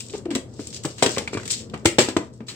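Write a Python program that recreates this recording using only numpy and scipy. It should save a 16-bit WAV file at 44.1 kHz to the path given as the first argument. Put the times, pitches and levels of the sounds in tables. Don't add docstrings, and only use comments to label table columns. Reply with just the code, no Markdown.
import sys
import numpy as np
from scipy import signal
from scipy.fft import rfft, irfft, next_fast_len
from scipy.io import wavfile
from scipy.ndimage import uniform_filter1d, map_coordinates

SR = 44100
rng = np.random.default_rng(int(sys.argv[2]) if len(sys.argv) > 2 else 0)


def voltage_ratio(level):
    return 10 ** (np.asarray(level, float) / 20)


def waveform_to_disk(signal):
    frames = np.transpose(np.atleast_2d(signal))
    scaled = np.clip(frames, -1, 1) * 32767
    samples = np.round(scaled).astype(np.int16)
    wavfile.write(sys.argv[1], SR, samples)


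N = 112454


def unit(x):
    return x / np.sqrt(np.mean(x ** 2) + 1e-20)


def along(points, hz):
    f, v = np.transpose(points)
    return np.interp(np.log(hz + 1), np.log(f + 1), v)


def wobble(rate_hz):
    knots = rng.standard_normal(int(N * rate_hz / SR) + 4)
    return map_coordinates(knots, [np.arange(N) * rate_hz / SR])


def filtered(x, response):
    n = x.shape[-1]
    m = next_fast_len(n + 8192)
    return irfft(rfft(x, m) * response(np.fft.rfftfreq(m, 1 / SR)), m)[..., :n]


def peak(f, hz, width_hz):
    return 1j * f * width_hz / (hz * hz - f * f + 1j * f * width_hz)


# f/Hz, correlation [-1..1]
LIKENESS = [(40, 0.8), (150, 0.88), (400, 0.98), (800, 0.057), (2500, 0.19), (8000, 0.042)]


def spread(pair, colour):
    def mid_side(hz):
        angle = np.arccos(np.clip(along(LIKENESS, hz), -1, 1)) / 2
        return voltage_ratio(along(colour, hz)) * [np.cos(angle), np.sin(angle)]

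    mid, side = filtered(pair, mid_side)
    return np.array([mid + side, mid - side])


# f/Hz, level/dB [per Hz]
RUMBLE_COLOUR = [(15, -69), (25, -10.5), (108, -5.5), (181, -9.5), (214, -2), (281, -11.5), (453, -11),
                 (785, -26), (2000, -40), (2600, -77), (4400, -120)]


def hum():
    t = np.arange(N) / SR
    rumble = unit(spread(rng.standard_normal((2, N)), RUMBLE_COLOUR)) * voltage_ratio(-43 + 2.2 * wobble(8.4))
    air = filtered(rng.standard_normal((2, N)), lambda f: f > 11500) * voltage_ratio(-61 + 2.5 * wobble(9))
    hiss = voltage_ratio(-84) * rng.standard_normal((2, N))
    mains = voltage_ratio(-47.5 + 1.3 * wobble(13.8)) * np.sin(2 * np.pi * 120 * t)
    return rumble + air + hiss + mains


# f/Hz, t60/s
KITCHEN_T60 = [(150, 0.21), (1000, 0.28), (4000, 0.23), (10000, 0.22)]


def kitchen(x):
    wall_delay_s, room_low_db = 0.004, 2
    late, hop = round(wall_delay_s * SR), SR // 8
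    out = np.zeros((2, N + 2 * SR))
    for start in range(0, N, hop):
        hz, t, z = signal.stft(rng.standard_normal((2, SR // 2)), SR, nperseg=256)
        decay = voltage_ratio(-60 * t / along(KITCHEN_T60, hz)[:, None])
        tail = signal.istft(z * decay, SR, nperseg=256)[1]
        tail = spread(tail, [(500, room_low_db), (1500, 0)])
        tail = tail / np.linalg.norm(tail[0])
        wet = signal.fftconvolve(x[None, start:start + hop], tail, axes=1)
        out[:, start + late:][:, :wet.shape[1]] += wet
    return out[:, :N]


# t/s, level/dB
FLOW_LEVEL = [(0, -59), (.12, -46), (.19, -50), (.22, -79), (.5, -65), (.56, -53.5), (.64, -44.5),
              (.81, -58.5), (.9, -45), (1.15, -36), (1.3, -57.5), (1.43, -43.5), (1.6, -38), (1.67, -59.5),
              (2.22, -59), (2.3, -64.5), (2.37, -61), (2.44, -65.5)]
# t/s, length/s, level/dB
HEAP_SLIDES = [
    (0.154, 0.025, -55),
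    (0.725, 0.054, -38.5),
    (1.323, 0.017, -50),
    (1.497, 0.051, -25),
    (2.465, 0.052, -46),
]
# f/Hz, level/dB
SALT_SPECTRUM = [(500, -17), (1500, -11), (3000, 1), (5000, 6), (9000, -3), (12000, -3), (16000, 2)]


def salt():
    grains_per_s, grain_spread_db, touch_s = 720, 3, 0.00026
    edge_s, fall_s, sag_db_per_s = 0.011, 0.0023, 74
    t = np.arange(N) / SR
    flow = voltage_ratio(np.interp(t, *np.transpose(FLOW_LEVEL)) - 1 + 3 * wobble(24.24))
    for s, length_s, db in HEAP_SLIDES:
        level = voltage_ratio(db - sag_db_per_s * np.clip(t - s, 0, 1) + 2.5 * wobble(130))
        onset = np.clip((t - s) / edge_s, 0, 1)
        fall = np.exp(-np.clip(t - s - length_s, 0, 1) / fall_s)
        flow = flow + level * onset * fall
    chance, size = rng.random(N), rng.exponential(size=N)
    hits = (chance < grains_per_s / SR) * voltage_ratio(grain_spread_db * size)
    touch = signal.fftconvolve(hits, np.exp(-np.arange(200) / SR / touch_s))[:N]
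    hush = voltage_ratio(1) * rng.standard_normal((2, N))
    grains = unit(touch * rng.standard_normal((2, N))) + hush
    return flow * unit(spread(grains, SALT_SPECTRUM))


# t/s, peak level/dB, centre f/Hz, t60/s
WALL_TICKS = [(.0065, -29, 4960, .02), (.028, -42, 7900, 0.019), (0.0645, -30.5, 7000, 0.019),
              (.0848, -31.5, 6000, .02), (0.0968, -31.5, 3960, .04), (.1045, -32, 6030, .03),
              (.18, -29.5, 8040, 0.018), (.3147, -33, 3000, 0.019), (0.537, -42.5, 6250, 0.048),
              (0.6709, -22, 6900, .012), (0.7036, -32.5, 5000, 0.041), (0.7441, -26.5, 5470, 0.036),
              (.763, -27, 4540, .05), (0.8315, -39, 5000, .015), (0.845, -30, 1500, 0.022),
              (1.0338, -23, 3000, 0.014), (1.092, -15, 1000, 0.018), (1.149, -26, 4040, .015),
              (1.1643, -20, 2170, 0.018), (1.1724, -26.5, 1400, 0.0087), (1.332, -27, 1500, 0.0086),
              (1.3435, -22, 4700, 0.0069), (1.373, -31, 1500, .01), (1.74, -28, 2220, 0.045),
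              (1.3985, -27, 2200, 0.013), (1.432, -27.5, 1790, 0.025), (1.503, -20, 6940, 0.034),
              (1.5105, -10.5, 8400, 0.033), (1.5185, -14, 7000, 0.027), (1.529, -22, 7000, .03),
              (1.539, -23, 5940, 0.016), (1.547, -36, 4950, 0.018), (1.566, -28, 4960, 0.023),
              (1.579, -34, 7000, .02), (1.6978, -33, 3000, .02), (1.703, -48, 4000, 0.028),
              (1.8482, -21.5, 1500, 0.029), (1.8587, 2.5, 2010, 0.0085), (1.9886, -4.5, 2370, 0.022),
              (1.9931, -7.5, 4100, 0.01), (2.1679, -15.5, 1209, 0.035), (2.27, -53, 5500, .05),
              (2.3355, -45, 7000, 0.046), (2.375, -57, 7430, 0.065)]


def ticks():
    width, rise_s, air_db = 0.95, 0.00042, -11
    out, t = np.zeros((2, N + SR)), np.arange(SR // 8) / SR
    for s, db, hz, t60 in WALL_TICKS:
        def spot(f):
            return peak(f, hz, width * hz) ** 2 + voltage_ratio(air_db) * np.clip(f / hz - 1, 0, 1)

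        envelope = voltage_ratio(-60 * t / t60) * (1 - np.exp(-t / rise_s))
        crack = envelope * filtered(rng.standard_normal((2, len(t))), spot)
        out[:, round(s * SR):][:, :len(t)] += voltage_ratio(db - 1.0) * crack / np.abs(crack).max()
    return spread(out[:, :N], [(100, 0), (16000, 0)])


# t/s, peak level/dB, tilt [dB/octave], t60/s
SNAP_EVENTS = [(0.0, -32, 7, 0.11), (0.0648, -42, 6.5, 0.026), (0.135, -32, -3.5, 0.14),
               (0.2534, -33.5, -3, 0.044), (0.3044, -26.5, -1.5, 0.16), (0.3495, -15, 1.5, 0.066),
               (0.596, -37.5, 3.5, 0.24), (0.671, -38, 8, 0.071), (0.835, -31, 6.5, 0.061),
               (0.8508, -17.5, 4, 0.047), (0.9804, -31.5, 0.2, 0.26), (1.0237, -6, 0.5, 0.081),
               (1.061, -5.5, -1, 0.039), (1.1718, -18, -10.5, 0.017), (1.1813, -10, 0.1, 0.04),
               (1.2753, -20.5, -3, 0.046), (1.3326, -26, -0.5, 0.1), (1.3726, -23, -5.2, 0.067),
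               (1.4536, -26, 2.5, 0.056), (1.4763, -22.5, 4, 0.057), (1.6027, -39, 1.5, 0.047),
               (1.7376, -30, -8.5, 0.11), (1.855, -11.5, 4, 0.093), (1.984, -7.5, 0.5, 0.2),
               (2.0848, -20, -0.5, 0.1), (2.167, -6.5, -6, 0.023), (2.4047, -43, -8.5, 0.065),
               (2.4817, -31, 1.5, 0.3)]
# f/Hz, level/dB
SNAP_SPECTRUM = [(300, -3), (600, -0.5), (1000, 8), (1500, 8), (3000, 9.5), (7000, 3.5), (11000, 0),
                 (16000, 5.5)]


def snaps():
    snap_db, rise_s, slip_swing_db, tilt_around_hz = -10.5, 0.00075, 3, 3000
    out, t = np.zeros((2, N + SR)), np.arange(SR // 4) / SR
    for s, db, tilt_db, t60 in SNAP_EVENTS:
        swing = unit(uniform_filter1d(rng.standard_normal(len(t)), size=40))
        slips = voltage_ratio(slip_swing_db * swing) * rng.standard_normal((2, len(t)))
        burst = slips * voltage_ratio(db + snap_db - 60 * t / t60) * (1 - np.exp(-t / rise_s)) ** 2
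        tilted = filtered(burst, lambda f: voltage_ratio(tilt_db * np.log2(np.clip(f, 600, 9000) / tilt_around_hz)))
        out[:, round(s * SR):][:, :len(t)] += tilted
    return spread(out[:, :N], SNAP_SPECTRUM)


PING_TIMES = [.005, .098, 1.165, 1.2755, 1.335, 1.373, 1.398, 1.432, 1.477, 1.855, 1.856, 1.857, 1.986,
              2.484, 1.859, .006]
PING_PITCHES = [2550, 2540, 2330, 2320, 2330, 1150, 1520, 1550, 1750, 336, 92, 970, 608, 4180, 2105, 4800]
# peak level/dB, t60/s
PING_DECAYS = [(-30.5, 0.023), (-31.5, 0.015), (-26, 0.018), (-17.5, 0.033), (-33.5, 0.25), (-29, 0.052),
               (-26, .015), (-32, 0.021), (-33, 0.018), (-13.5, 0.15), (-15, 0.085), (-10, 0.024),
               (-12, 0.084), (-32.5, 0.14), (-24, 0.18), (-23.5, 0.013)]


def pings():
    rise_s, drift_rad_per_khz = 0.00075, 0.05
    out, t = np.zeros(N + SR), np.arange(SR // 4) / SR
    for s, hz, (db, t60) in zip(PING_TIMES, PING_PITCHES, PING_DECAYS):
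        drift = drift_rad_per_khz * hz / 1000 * np.cumsum(rng.standard_normal(len(t)))
        envelope = voltage_ratio(db - 60 * t / t60) * (1 - np.exp(-t / rise_s))
        out[round(s * SR):][:len(t)] += envelope * np.sin(2 * np.pi * hz * t + drift)
    return out[:N]


# t/s, length/s, level/dB, first f/Hz, last f/Hz
AIR_PUFFS = [
    (.135, 0.012, -24, 418, 387),
    (.147, 0.0078, -23, 428, 413),
    (0.17, 0.035, -35.5, 390, 400),
    (0.256, 0.017, -23, 360, 325),
    (0.278, 0.032, -26.5, 310, 347),
    (0.307, 0.021, -20.5, 312, 295),
    (0.33, 0.019, -23.5, 273, 255),
]


def puffs():
    overtone_db, hush_db, swell_power = -18, -16, 0.6
    out, t = np.zeros(N + SR), np.arange(SR // 4) / SR
    for s, length_s, db, first_hz, last_hz in AIR_PUFFS:
        u = np.clip(t / length_s, 0, 1)
        noise = rng.standard_normal(len(t))
        hush = unit(filtered(noise, lambda f: peak(f, 1.18 * first_hz, 0.86 * first_hz) ** 2))
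        phase = 2 * np.pi * np.cumsum(first_hz + (last_hz - first_hz) * u) / SR
        tone = np.sin(phase) + voltage_ratio(overtone_db) * np.sin(2 * phase) + voltage_ratio(hush_db) * hush
        swell = np.abs(np.sin(np.pi * u)) ** swell_power * (u < 1)
        out[round(s * SR):][:len(t)] += voltage_ratio(db) * swell * tone
    return out[:N]


def rocking():
    return (puffs() + pings()) * voltage_ratio(1.5 * wobble(150))


# t/s, peak level/dB, air f/Hz, t60/s
LID_KNOCKS = [(0.353, -16.5, 248, 0.071), (0.356, -20.5, 328, 0.068), (0.592, -20.5, 280, 0.037),
              (0.847, -11.5, 363, 0.035), (0.854, -13.5, 371, 0.025), (1.0229, -2.5, 441, 0.03),
              (1.039, -19.5, 493, 0.071), (1.06, -12.5, 357, 0.035), (1.088, -23.5, 470, 0.025),
              (1.171, -10, 540, 0.012), (1.182, -15.5, 260, 0.045), (1.207, -25, 508, 0.023),
              (1.3296, -17.5, 395, 0.04), (1.348, -14.5, 322, 0.021), (1.37, -7, 306, 0.012),
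              (1.735, -18.5, 290, 0.051), (1.852, -11.5, 353, 0.063), (1.983, -1, 346, 0.041),
              (1.991, -20, 302, 0.033), (2.014, -22.5, 324, 0.083), (2.084, -11, 258, 0.022),
              (2.102, -17, 246, 0.027), (2.164, -1, 322, 0.023), (2.184, -20, 317, 0.057),
              (2.403, -28.5, 233, 0.072)]
# f/Hz, width/Hz, level/dB
WALL_MODES = [(95, 60, -7.5), (201, 170, -7), (623, 27, -15), (950, 1800, -17), (1450, 300, -79)]


def knocks():
    knock_db, wall_db, thud_db = -2, 33, -2.5
    rise_s, late_s, contact_hz = 0.00071, 0.0012, 1500
    air, blows, t = np.zeros(N + SR), np.zeros(N + SR), np.arange(SR // 4) / SR
    for s, db, hz, t60 in LID_KNOCKS:
        thud = filtered(rng.standard_normal(len(t)), lambda f: peak(f, hz, 1.004 * hz) ** 2)
        ring = np.sin(2 * np.pi * hz * t) + voltage_ratio(thud_db) * unit(thud)
        envelope = voltage_ratio(db + knock_db - 60 * t / t60) * (1 - np.exp(-t / rise_s)) ** 2
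        air[round((s + late_s) * SR):][:len(t)] -= envelope * ring
        blows[round((s + late_s + rise_s) * SR)] = -voltage_ratio(db + wall_db)

    def wall(f):
        modes = sum((-1) ** k * voltage_ratio(db) * peak(f, hz, width_hz)
                    for k, (hz, width_hz, db) in enumerate(WALL_MODES))
        return modes / (1 + 1j * f / contact_hz) ** 2

    return (air + filtered(blows, wall))[:N] * np.ones((2, 1))


def scene():
    jar = knocks() + snaps() + salt() + ticks()
    lid = rocking()
    echo = voltage_ratio(-6.5) * kitchen(jar[0] + voltage_ratio(-9) * lid)
    return jar + lid + echo + hum()


def low_pass(x):
    return signal.sosfilt(signal.butter(12, 16440, fs=SR, output="sos"), x)


# f/Hz, level/dB
LEFT_PORT = [(35, -16.5), (80, 3.5), (1500, 2), (6500, 3.5), (7800, 12), (8800, 3), (10500, -20),
             (11800, -16), (15500, -18.5)]
# f/Hz, level/dB
RIGHT_PORT = [(35, -10), (80, 0), (1500, 0.5), (6500, 1.5), (7800, 4), (8800, -3), (10500, -22.5),
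              (11800, -16), (15500, -20.5)]


def record(dry):
    left_leads_s, low_cut_hz, top_hz = 0.00009, 24.4, 16000
    clip_top, clip_hard = 1, 6

    def ports(hz):
        colour = voltage_ratio([along(LEFT_PORT, hz), along(RIGHT_PORT, hz)])
        lead = np.exp(1j * np.pi * hz * left_leads_s * np.array([[1], [-1]]))
        return colour * lead * (hz < top_hz) / (1 + (low_cut_hz / (hz + 1)) ** 4)

    x = filtered(dry, ports)
    x = x / (1 + np.abs(x / clip_top) ** clip_hard) ** (1 / clip_hard)
    return low_pass(x)


dry = scene()
out = record(dry)
waveform_to_disk(out)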